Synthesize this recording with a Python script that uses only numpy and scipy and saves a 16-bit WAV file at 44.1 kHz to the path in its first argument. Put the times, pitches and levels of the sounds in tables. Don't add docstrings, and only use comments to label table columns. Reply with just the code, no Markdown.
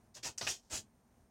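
import sys
import numpy as np
from scipy import signal
from scipy.fft import rfft, irfft
from scipy.io import wavfile
from scipy.ndimage import uniform_filter1d

SR = 44100
rng = np.random.default_rng(int(sys.argv[2]) if len(sys.argv) > 2 else 0)


def int16_out(signal):
    q = np.round(np.clip(np.atleast_2d(signal).T, -1, 1) * 32767)
    wavfile.write(sys.argv[1], SR, q.astype(np.int16))


N = 57330


def amp(db):
    return 10 ** (np.asarray(db) / 20)


def unit_rms(x):
    return x / np.sqrt(np.mean(x ** 2))


def colour(x, spectrum, shift=1):
    hz, db = np.array(spectrum, float).T
    bins_hz = np.maximum(np.fft.rfftfreq(8192, 1 / SR), 1)
    gain = amp(np.interp(np.log(bins_hz), np.log(hz * shift), db))
    cepstrum = irfft(np.log(gain))
    half = len(cepstrum) // 2
    cepstrum[1:half] *= 2
    cepstrum[half + 1:] = 0
    impulse = irfft(np.exp(rfft(cepstrum)))[:half]
    return signal.fftconvolve(x, impulse / np.sqrt(np.sum(impulse ** 2)))[:N]


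def fall(age, t60):
    return np.exp(-np.log(1000) * np.maximum(age, 0) / t60)


# frequency_hz, level_db
YARD_SPECTRUM = [(20, -16), (50, 1), (90, -1.5), (160, -6), (225, -1), (290, -10.5), (400, -12),
                 (540, -14.5), (700, -11), (930, -15), (1250, -21.5), (1650, -22.5), (2500, -29),
                 (3300, -33), (4700, -32.5), (6300, -28), (7800, -33.5), (11000, -33), (15500, -38)]
# pitch_hz, level_db
HUM_TONES = [(97, -87.5), (237, -81.5)]


def yard(t, level_db=-69.5, wander_db=1.5):
    wander = unit_rms(uniform_filter1d(uniform_filter1d(rng.standard_normal(N), 4000), 4000))
    air = amp(level_db + wander_db * wander) * colour(rng.standard_normal(N), YARD_SPECTRUM)
    hum = sum(amp(db) * np.sqrt(2) * np.sin(2 * np.pi * (hz * t + rng.random())) for hz, db in HUM_TONES)
    return air + hum


def insect(t, pitch_hz=8660, jitter_hz=8.7, level_db=-89, mean_period_s=.072, pause_s=.014):
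    ends = np.cumsum(mean_period_s * (.5 + rng.random(32)))
    pauses = np.exp(-(2 * (t[:, None] - ends) / pause_s) ** 4).max(axis=1)
    hz = pitch_hz + jitter_hz * unit_rms(uniform_filter1d(rng.standard_normal(N), size=300))
    return amp(level_db) * np.sqrt(2) * (1 - pauses) * np.sin(2 * np.pi * np.cumsum(hz) / SR)


def foot_pressure(age, rise, hold, t60, curve=1.234):
    late = np.maximum(age - rise - hold, 0) / t60
    return np.clip(age / rise, 0, 1) * np.exp(-np.log(1000) * late ** curve)


def fractures(rate_per_s=6000, spread_db=3.0):
    size = amp(spread_db * np.minimum(rng.exponential(size=N), 5))
    breaks = rng.random(N) < rate_per_s / SR
    return unit_rms(breaks * size * rng.choice([-1, 1], N))


REFERENCE_HZ = 6200
# frequency_hz, level_db
LEAF_SPECTRUM = [(1000, -31), (2500, -15.5), (4000, -7), (5300, -2.5), (6500, 0), (7500, -5.5),
                 (9300, -14.5), (12000, -22), (16000, -26.5)]
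SCRAPE_SPECTRUM = [(80, -20), (250, 1.5), (450, -1.5), (950, -1.5), (1150, -3), (1600, -3), (2200, -4),
                   (2600, -0.5), (4000, -5), (7000, -3), (14000, -31)]
THUD_SPECTRUM = [(25, -23), (48, -5), (90, 1), (125, 0), (180, -13.5), (400, -9), (1500, -60)]
# start_s, rise_s, hold_s, t60_s, crackle_db, scrape_db, thud_db, leaf_pitch_hz, hollow_pitch_hz
FOOT_STROKES = [(0.141, 0.0095, 0.0031, .11, -51.5, -67.5, -71, 6380, 2900),
                (0.151, 0.019, 0.0065, 0.08, -58, -56.5, -65, 5900, 620),
                (0.227, 0.0082, 0.013, 0.082, -44, -49, -58.5, 5520, 1800),
                (0.241, 0.02, .013, .10, -42, -45.5, -55.5, 6300, 900),
                (0.403, 0.023, 0.028, 0.11, -47.5, -53, -55, 5640, 1250),
                (0.463, 0.02, 0.023, 0.15, -38, -49, -60.5, 6230, 3200),
                (0.696, 0.029, .012, 0.11, -45, -47.5, -54, 6830, 1400),
                (0.717, 0.031, 0.019, 0.11, -39, -49, -55.5, 6600, 430)]


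def strokes(t, hollow_q=3.4, hollow_db=-1, thud_lag_s=.001, thud_t60_s=.22):
    leaves, soil = np.zeros(N), np.zeros(N)
    for start, rise, hold, t60, crackle_db, scrape_db, thud_db, leaf_hz, hollow_hz in FOOT_STROKES:
        push = foot_pressure(t - start, rise, hold, t60)
        crackle = amp(crackle_db) * colour(push * fractures(), LEAF_SPECTRUM, leaf_hz / REFERENCE_HZ)
        scrape = amp(scrape_db) * colour(push * fractures(), SCRAPE_SPECTRUM)
        hollow = amp(hollow_db) * signal.lfilter(*signal.iirpeak(hollow_hz, hollow_q, fs=SR), scrape)
        leaves += reflections(crackle + scrape + hollow, t)
        weight = foot_pressure(t - start - thud_lag_s, rise, hold, thud_t60_s)
        soil += amp(thud_db) * colour(weight * rng.standard_normal(N), THUD_SPECTRUM)
    return leaves, soil


def reflections(direct, t, t60_s=.084, relative_db=-2.5):
    tail = rng.standard_normal(N) * fall(t, t60_s)
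    reflected = signal.fftconvolve(direct, tail / np.sqrt(np.sum(tail ** 2)))[:N]
    return (direct + amp(relative_db) * reflected) / np.hypot(1, amp(relative_db))


# pitch_hz, gain_db
GAP_RESONANCES = [(633, -6), (2530, -1), (2750, -13), (3140, -3), (3272, -3), (5408, -8)]


def gap_ring(x, t, t60_s=.13):
    decay = 2 * np.log(1000) / (t60_s * SR) * fall(t, t60_s)
    ring = decay * sum(amp(db) * np.cos(2 * np.pi * hz * t) for hz, db in GAP_RESONANCES)
    return signal.fftconvolve(x, ring)[:N]


# frequency_hz, level_db
KNOCK_SPECTRUM = [(40, -20.5), (120, -10), (300, -7.5), (480, -7.5), (640, 1), (900, -6), (1250, -3.5),
                  (1700, -12), (5000, -39.5)]
CLACK_SPECTRUM = [(500, -28.5), (1200, -11), (1500, -4), (1900, 0), (2200, -6), (2600, -0.5), (3200, -5),
                  (4200, -8), (7000, -28), (14000, -45)]
CRACK_SPECTRUM = [(2500, -21.5), (4000, -12.5), (5000, -0.5), (6100, -1.5), (7800, -6.5), (9300, -16),
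                  (12000, -25), (16000, -35)]
# start_s, knock_db, clack_db, crack_db, crack_pitch_hz, tick_over_ring_db, ring_t60_s
TWIG_AND_CLAW_SNAPS = [(0.3774, -63.5, -55, -45, 6800, 0, 0.13), (0.3828, -66, -75, -41, 6400, 2, 0.11),
                       (.4120, -41.5, -44.5, -38.5, 4960, 15.5, .12),
                       (0.468, -42.5, -37.5, -40, 5800, 14.5, 0.1), (0.4733, -51, -35, -51, 5570, 3, 0.1)]


def snaps(t):
    out = np.zeros(N)
    for start, knock_db, clack_db, crack_db, crack_hz, tick_db, t60 in TWIG_AND_CLAW_SNAPS:
        ring = (t > start) * fall(t - start, t60)
        tick = amp(tick_db) * signal.unit_impulse(N, int(start * SR))
        for db, spectrum, shift in [(knock_db, KNOCK_SPECTRUM, 1),
                                    (clack_db, CLACK_SPECTRUM, 1),
                                    (crack_db, CRACK_SPECTRUM, crack_hz / REFERENCE_HZ)]:
            out += amp(db) * colour(tick + ring * rng.choice([-1, 1], N), spectrum, shift)
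    return out


def stalk(t, start_s=.3825, pitch_hz=6200, level_db=-25.5, rise_s=.00027):
    age = np.maximum(t - start_s, 0)
    envelope = age / rise_s * np.exp(1 - age / rise_s)
    return amp(level_db) * envelope * np.sin(2 * np.pi * pitch_hz * age)


def settling(t, start_s=.625, end_s=.70, level_db=-77):
    return amp(level_db) * colour(fractures() * (t > start_s) * (t < end_s), LEAF_SPECTRUM)


def drone(t, peak_s=.839, half_width_s=.07, pitch_hz=212, q=9, level_db=-64.5):
    band = signal.lfilter(*signal.iirpeak(pitch_hz, q, fs=SR), rng.standard_normal(N))
    swell = np.exp(-((t - peak_s) / half_width_s) ** 2)
    return amp(level_db) * unit_rms(band) * swell


def scene():
    t = np.arange(N) / SR
    leaves, soil = strokes(t)
    hen = leaves + settling(t) + snaps(t) + stalk(t)
    return (hen + gap_ring(hen, t) + soil + yard(t) + drone(t) + insect(t))[None]


def record(dry, cutoff_hz=15900):
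    return signal.sosfilt(signal.ellip(10, .2, 70, cutoff_hz, fs=SR, output="sos"), dry)


dry = scene()
out = record(dry)
int16_out(out)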